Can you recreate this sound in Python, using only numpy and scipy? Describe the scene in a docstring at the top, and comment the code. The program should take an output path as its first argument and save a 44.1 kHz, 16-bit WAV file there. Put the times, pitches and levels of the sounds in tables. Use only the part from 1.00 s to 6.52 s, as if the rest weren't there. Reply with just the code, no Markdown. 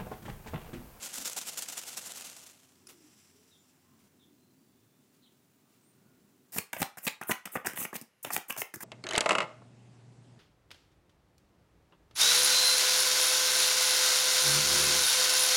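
"""An outdoor pen, one microphone close to a peacock shaking its raised train. About ten times a second
the quills clatter together and the fan puffs air; then the shaking dies away into a soft rustle of vanes.
The bird steps round: something snaps underfoot, grit crunches and the train swishes. Far off, birds coo,
chirp and whistle over a low rumble, a machine's hum and a faint hiss."""
import sys
import numpy as np
from scipy import signal
from scipy.fft import rfft, irfft, next_fast_len
from scipy.io import wavfile

SR = 44100
rng = np.random.default_rng(int(sys.argv[2]) if len(sys.argv) > 2 else 0)


def store_wav(level_fs):
    """Save 16-bit WAV to argv[1]."""
    pcm = np.round(np.clip(np.atleast_2d(level_fs), -1, 1) * 32767)
    wavfile.write(sys.argv[1], SR, pcm.T.astype(np.int16))


N = 243431
T = np.arange(N) / SR

# spectrum of the open-air hiss: f/Hz, level/dB
HISS_COLOUR = [(290, -40.5), (500, -9.5), (592, -1), (1300, -7), (3260, -11), (4020, -9.5), (4380, -11.5),
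               (11400, -11.5), (14500, -10.5)]
# faint high whine: f/Hz, level/dB
WHINE_TONES = [(14971, -95), (15030, -85)]
# spectrum of the distant rumble: f/Hz, level/dB
RUMBLE_COLOUR = [(25, -33), (50, -28), (72, -18.5), (95, -3), (128, 2), (200, 1.5), (260, 4), (320, -1.5),
                 (385, -0.5), (450, -8), (600, -17.5), (1000, -33.5)]
# slow rise and fall of the rumble: t/s, relative level/dB
RUMBLE_LEVELS = [(1.5, -69.5), (2.07, -67.5), (2.64, -71), (3.08, -67), (3.85, -67.5), (4.62, -69),
                 (4.98, -66.5), (5.52, -67.5)]
# hum of a far machine before it fades: f/Hz, level/dB
HUM_TONES = [(91, -81), (259, -79)]
# swells of a vague, distant midrange stir: peak t/s, level/dB, rise/s, fall/s
STIR_SWELLS = [(1.6, -79.5, .8, 0.89), (2.9, -78, 0.19, 0.2), (5.05, -80, 0.35, .3)]
# spectrum of that stir: f/Hz, level/dB
STIR_COLOUR = [(300, -23.5), (600, -3.5), (1100, -1.5), (1800, -6), (2700, -10.5), (3600, -20), (6000, -25)]

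# a small bird's raspy falling chirps: t/s, starting f/Hz, fall/share of f, rasp/share of f, level/dB
FAR_CHIRPS = [(2.508, 3950, .135, .033, -63), (3.192, 3690, .075, 0.042, -66),
              (4.219, 4270, .22, .085, -64.5)]
# thin calls that slide up and level off: t/s, length/s, starting f/Hz, rise/share of f, level/dB
FAR_PEEPS = [(2.573, .055, 7050, .015, -71.5), (4.817, .11, 7950, .14, -70.5)]
# level whistles and cries: t/s, length/s, f/Hz, level/dB
FAR_WHISTLES = [(2.845, .17, 1057, -75), (3.32, .22, 4130, -80.5), (3.51, 0.24, 4620, -81),
                (3.653, 0.43, 3510, -83), (4.645, 0.071, 1215, -79.5), (4.924, 0.31, 1434, -80.5)]
# low gliding coos: t/s, length/s, starting f/Hz, glide/share of f, level/dB
FAR_COOS = [(0, 0.086, 225, -0.042, -59.5), (1.801, 0.22, 387, -0.084, -62.5),
            (1.952, 0.144, 335, -.13, -62.5), (2.301, 0.171, 365, .2, -69), (2.846, .26, 262, -.26, -63.5),
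            (3.188, 0.19, 223.4, 0.35, -67.5), (3.585, .14, 255, -0.13, -70),
            (3.673, .21, 128, -.13, -72.5), (4.183, 0.11, 268, -0.14, -66),
            (5.017, 0.34, 240, -0.21, -65.5)]

# spectrum of the train sweeping round: f/Hz, level/dB
SWISH_COLOUR = [(400, -11.5), (1500, -6), (2800, -2), (4300, -7), (5100, 1), (5800, 2.5), (6500, -5),
                (7500, 2), (8800, -5), (12000, -8), (15500, -24)]
# feet scuffing the grit: peak t/s, level/dB, length/s
FOOT_SCUFFS = [(1.896, -50.5, .021), (1.925, -60, 0.03), (2.433, -72, .012), (3.004, -68, 0.025),
               (3.045, -70, 0.039), (4.144, -72, 0.042), (4.73, -73.5, .11)]
# spectrum of the grit: f/Hz, level/dB
GRIT_COLOUR = [(180, -20), (300, -3.5), (812, -14.5), (896, -14.5), (1400, -7), (1740, -20), (1920, -11),
               (7370, -12), (15800, -17.5)]
# breaks underfoot: t/s, peak level/dB
SNAP_BREAKS = [(1.8698, -39), (1.8726, -39), (1.8766, -51)]
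# modes ringing after each break: f/Hz, relative level/dB, t60/s
SNAP_RING = [(1370, -10.5, 0.0079), (2530, -15, 0.014), (5190, -4, 0.017), (5600, -6, 0.009),
             (7050, -7, 0.01), (8700, -7, 0.0093), (10000, -2, 0.0099), (10840, -5, .007)]

# swings of the train: t/s at full level, stroke level/dB, attack/s, hold/s, rebound level/dB
TRAIN_SWINGS = [(0.045, -38.5, 0.015, 0.016, -54), (0.16, -39.5, 0.02, 0.024, -38.5),
                (0.25, -36, 0.0024, 0.033, -45.5), (0.369, -34, 0.0034, 0.015, -45),
                (.476, -36, 0.0085, 0.014, -47), (.575, -34.5, .0015, 0.015, -40.5),
                (.687, -38, 0.004, 0.0043, -44), (0.778, -39.5, 0.0091, 0.012, -46),
                (0.878, -40, 0.0056, 0.013, -46.5), (.973, -37, 0.0031, 0.01, -46.5),
                (1.063, -41, 0.0088, 0.01, -47), (1.16, -44, 0.0046, 0.015, -49),
                (1.253, -47.5, 0.0016, 0.011, -55.5), (1.369, -53.5, .002, 0.024, -54.5),
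                (1.465, -51, .002, .003, -53.5)]
# the fan billows once as it comes upright: peak t/s, level/dB, rise/s, fall/s
FAN_BILLOW = [(.184, -55, 0.014, .038)]
# spectrum of the air pushed by the fan: f/Hz, level/dB
WAFT_COLOUR = [(20, -17), (60, -7), (110, -12), (190, 1), (270, 3), (340, -9), (700, -55)]
# spectrum of vanes rubbing: f/Hz, level/dB
VANE_COLOUR = [(88, -36), (150, -3.5), (320, -9), (600, -2.5), (1100, -6), (1800, -5.5), (2800, -0.5),
               (4000, -3.5), (7250, -0.5), (13000, -8.5), (15800, -27)]
# resonances of the fan of shafts: f/Hz, width/Hz, lift/dB
SHAFT_RESONANCES = [(500, 53, 3), (670, 110, 1.5), (1001, 47, 4.5), (1412, 230, 4), (3390, 130, -0.5),
                    (7300, 1100, 2)]
# the heaviest stroke jolts the thick ends of the shafts: peak t/s, level/dB, rise/s, fall/s
SHAFT_JOLT = [(.377, -44.5, 0.0098, 0.0063)]
# spectrum of those thick ends: f/Hz, level/dB
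JOLT_COLOUR = [(200, -31), (450, 7.5), (700, 13.5), (1050, 8), (1800, -22), (5000, -42)]
# hard knocks of quills meeting at the end of a swing: t/s, impulse level/dB
QUILL_KNOCKS = [(0.1413, -22.5), (0.256, -19.5), (0.2982, -20.5), (0.332, -22), (0.3653, -24), (.4143, -24),
                (0.5735, -23), (0.6228, -17.5), (.6865, -26), (0.7368, -31), (0.779, -22.5), (0.8155, -30),
                (0.8678, -32), (1.12, -24.5), (1.21, -25.5), (1.2483, -27), (1.2692, -32), (1.299, -28.5),
                (1.366, -35)]
# spectrum of quills striking: f/Hz, level/dB
QUILL_COLOUR = [(180, -25), (300, -10.5), (676, -6.5), (1230, -7), (1450, -6.5), (1860, -6.5), (3610, -2),
                (3990, -3.5), (7250, 1.5), (8840, -1.5), (14500, -8.5), (15800, -9)]


def undb(db):
    """Decibels to gain."""
    return 10 ** (np.asarray(db) / 20)


def unit(x):
    """Scale to an rms of one."""
    return x / np.sqrt(np.mean(x ** 2))


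def colour(x, points, peaks=()):
    """Causal filter from (f/Hz, level/dB) points plus resonances; keeps the power of white noise."""
    size = 2 * next_fast_len(len(x))
    hz = np.maximum(np.fft.rfftfreq(size, 1 / SR), 1)
    point_hz, point_db = np.transpose(points)
    db = np.interp(np.log(hz), np.log(point_hz), point_db)
    for centre, width, lift in peaks:
        db = db + lift / (1 + (2 * (hz - centre) / width) ** 2)
    cepstrum = irfft(np.log(unit(undb(db))))
    cepstrum[1:size // 2] *= 2  # folding the cepstrum gives minimum phase
    cepstrum[size // 2 + 1:] = 0
    return irfft(rfft(x, size) * np.exp(rfft(cepstrum)))[:len(x)]


def drift(rate):
    """Smooth random wander that changes about rate times a second, rms one."""
    hz = np.fft.rfftfreq(N, 1 / SR)
    return unit(irfft(rfft(rng.standard_normal(N)) * np.exp(-(hz / rate) ** 2), N))


def ticks(rate, spread_db):
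    """Random contacts of uneven strength, rate a second, rms one."""
    struck = rng.random(N) < rate / SR
    size = undb(spread_db * np.clip(rng.standard_normal(N), -2, 2)) * rng.choice([-1, 1], N)
    return unit(struck * size / np.sqrt(rate))


def swell(s, db, rise, fall, hold=0):
    """Amplitude of a rounded burst that reaches its level at s, holds and dies away."""
    outside = T - np.clip(T, s, s + hold)
    return undb(db) * np.exp(-.5 * (outside / np.where(T < s, rise, fall)) ** 2)


def swells(rows):
    """Amplitude of overlapping bursts, whose powers add."""
    return np.sqrt(sum(swell(*row) ** 2 for row in rows))


def ridge(peak_s, fall_db_per_s, rise_db_per_s=0):
    """Level in dB that holds at zero, or climbs to it, until peak_s and then falls steadily."""
    return np.where(T < peak_s, rise_db_per_s, -fall_db_per_s) * (T - peak_s)


def strikes(rows):
    """One impulse at each (t/s, level/dB)."""
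    hits = np.zeros(N)
    for s, db in rows:
        hits[int(s * SR)] += undb(db)
    return hits


def tones(rows):
    """Steady sines at (f/Hz, rms level/dB)."""
    return sum(np.sqrt(2) * undb(db) * np.sin(2 * np.pi * (hz * T + rng.random())) for hz, db in rows)


def note(s, length, hz, glide, db, waver_hz):
    """A rounded note whose pitch slides by a share of itself, quickly at first, then levelling off."""
    progress = np.clip((T - s) / length, 0, 1)
    pitch = hz * (1 + glide * progress * (2 - progress)) + waver_hz
    envelope = 2 * np.sqrt(progress * (1 - progress))
    return undb(db) * envelope * np.sin(2 * np.pi * np.cumsum(pitch) / SR)


def reflections(x, t60, wet_db):
    """Add the diffuse tail that the surroundings scatter back to the microphone."""
    t = T[:SR // 2]
    tail = rng.standard_normal(len(t)) * np.exp(-np.log(1000) * t / t60)
    return x + undb(wet_db) * signal.fftconvolve(x, tail / np.linalg.norm(tail))[:N]


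def shaft_buzz(contacts, fade_s, share):
    """Each contact is followed by its own brief burst of shaft vibration."""
    decay = np.exp(-2 / (fade_s * SR))
    energy = signal.lfilter([1 - decay], [1, -decay], contacts ** 2 + 1e-24)
    return contacts + share * np.sqrt(energy) * rng.standard_normal(N)


def ambience():
    """Beyond the pen: a distant rumble, a vague midrange stir, smooth hiss and a faint high whine."""
    rumble_db = np.interp(T, *np.transpose(RUMBLE_LEVELS)) - 0.5
    rumble = colour(rng.standard_normal(N), RUMBLE_COLOUR) * undb(rumble_db + 0.47 * drift(5))
    stir = colour(rng.standard_normal(N), STIR_COLOUR) * np.hypot(undb(-83.5), swells(STIR_SWELLS))
    hiss = colour(rng.standard_normal(N), HISS_COLOUR) * undb(-73.5 + 0.17 * drift(1.5))
    return rumble + stir + hiss + tones(WHINE_TONES)


def far_machine():
    """A machine hums a long way off, then fades under the rumble."""
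    return tones(HUM_TONES) * undb(ridge(peak_s=3.3, fall_db_per_s=18) + drift(3.7))


def far_birds(chirp_s=.068, peep_rasp=.022, whistle_waver_hz=50.3, coo_waver_hz=31, trim_db=-2):
    """Calls blurred by distance, trimmed together: the chirps raspy, the long whistles nearly pure."""
    waver = drift(450)
    chirps = sum(note(s, chirp_s, hz, -fall, db, rasp * hz * waver)
                 for s, hz, fall, rasp, db in FAR_CHIRPS)
    peeps = sum(note(s, length, hz, rise, db, peep_rasp * hz * waver)
                for s, length, hz, rise, db in FAR_PEEPS)
    whistles = sum(note(s, length, hz, 0, db, whistle_waver_hz * waver)
                   for s, length, hz, db in FAR_WHISTLES)
    coos = sum(note(*coo, coo_waver_hz * waver) for coo in FAR_COOS)
    calls = (chirps + peeps + whistles + coos) * undb(trim_db)
    return reflections(calls, t60=0.4, wet_db=-1.5)


def train_swish():
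    """The bird swings its fan round: a soft swish that swells quickly and fades slowly."""
    level_db = -63.5 + ridge(peak_s=2.1, rise_db_per_s=38, fall_db_per_s=19)
    brush = unit(ticks(2000, spread_db=7) + 2 * rng.standard_normal(N))
    return colour(brush * undb(level_db + 1.6 * drift(25)), SWISH_COLOUR)


def snap_underfoot(opening_s=0.00029):
    """Something brittle gives way in quick breaks; each takes a moment to open and rings briefly."""
    t = T[:SR // 20]
    ring = sum(undb(db) * np.sin(2 * np.pi * hz * t) * np.exp(-np.log(1000) * t / t60)
               for hz, db, t60 in SNAP_RING)
    ring *= 1 - np.exp(-t / opening_s)
    return signal.fftconvolve(strikes(SNAP_BREAKS), ring / np.abs(ring).max())[:N]


def grit_crunch(rise_share=0.35):
    """Grit crunches under the toes at each scuff."""
    grains = unit(ticks(2000, spread_db=3) + rng.standard_normal(N))
    scuffs = [(s, db, rise_share * length, (1 - rise_share) * length) for s, db, length in FOOT_SCUFFS]
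    return colour(grains * swells(scuffs), GRIT_COLOUR)


def fan_waft(lag_s=.007, rise_s=.016, fall_s=.021):
    """The fan billows as it rises, and every stroke pushes a puff of air that grows with its force."""
    full_stroke_db, full_puff_db, puff_db_per_db = -34.5, -60.5, 1.04
    puffs = [(s + lag_s, full_puff_db + puff_db_per_db * (db - full_stroke_db), rise_s, fall_s)
             for s, db, *_ in TRAIN_SWINGS]
    return colour(rng.standard_normal(N) * swells(puffs + FAN_BILLOW), WAFT_COLOUR)


def vane_rustle(shaking_db=-48.5, resting_db=-78.5):
    """Barbs brush past each other in a fine, fluttering crackle that settles as the shaking ends."""
    level_db = np.maximum(shaking_db + ridge(peak_s=1.268, fall_db_per_s=45.5), resting_db)
    # the fan stands almost still just before each stroke, so the rustle dips
    lead_s, width_s, dip_db = .011, .0041, -2
    lulls = swells([(s - 2 * attack - lead_s, 0, width_s, width_s) for s, _, attack, *_ in TRAIN_SWINGS])
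    flutter_db = 1.3 * drift(90)
    brush = unit(shaft_buzz(ticks(3000, spread_db=2.5), fade_s=.0015, share=.73))
    return colour(brush * undb(level_db + dip_db * lulls + flutter_db), VANE_COLOUR, SHAFT_RESONANCES)


def train_swing(release_s=.0082, surge_db=1.5):
    """Strength of the shaking: each stroke is followed by a rebound, and shafts meet in uneven clumps."""
    strokes = [(s, db, attack, release_s, hold) for s, db, attack, hold, _ in TRAIN_SWINGS]
    lag_s, rise_s, fall_s = .039, .013, .0094
    rebounds = [(s + hold + lag_s, db, rise_s, fall_s) for s, _, _, hold, db in TRAIN_SWINGS]
    return swells(strokes + rebounds) * undb(surge_db * drift(90))


def quill_clatter(bounce_s=.0018, bounce_db=-9):
    """Swings throw the shafts together, more of them when harder; a few knock loudly and bounce once."""
    swing = train_swing()
    contacts = ticks(1300 + 3500 * swing / swing.max(), spread_db=2)
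    clatter = shaft_buzz(contacts * swing, fade_s=.0016, share=.8) * undb(-2.66)
    bounces = [(s + bounce_s, db + bounce_db) for s, db in QUILL_KNOCKS]
    knocks = shaft_buzz(strikes(QUILL_KNOCKS + bounces), fade_s=.0014, share=1.8)
    jolt = colour(rng.standard_normal(N) * swells(SHAFT_JOLT), JOLT_COLOUR, SHAFT_RESONANCES)
    return colour(clatter + knocks, QUILL_COLOUR, SHAFT_RESONANCES) + jolt


def scene():
    """One microphone in the open pen: the peacock close and nearly dry, everything else far behind."""
    shaking = quill_clatter() + fan_waft() + vane_rustle()
    stepping_round = snap_underfoot() + grit_crunch() + train_swish()
    peacock = reflections(shaking + stepping_round, t60=.16, wet_db=-16)
    return (peacock + far_birds() + far_machine() + ambience())[None]


def record(dry):
    """The recorder cuts the top steeply above 15.8 kHz."""
    return signal.sosfilt(signal.ellip(10, .2, 70, 15800, fs=SR, output="sos"), dry)


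dry = scene()
out = record(dry)
store_wav(out)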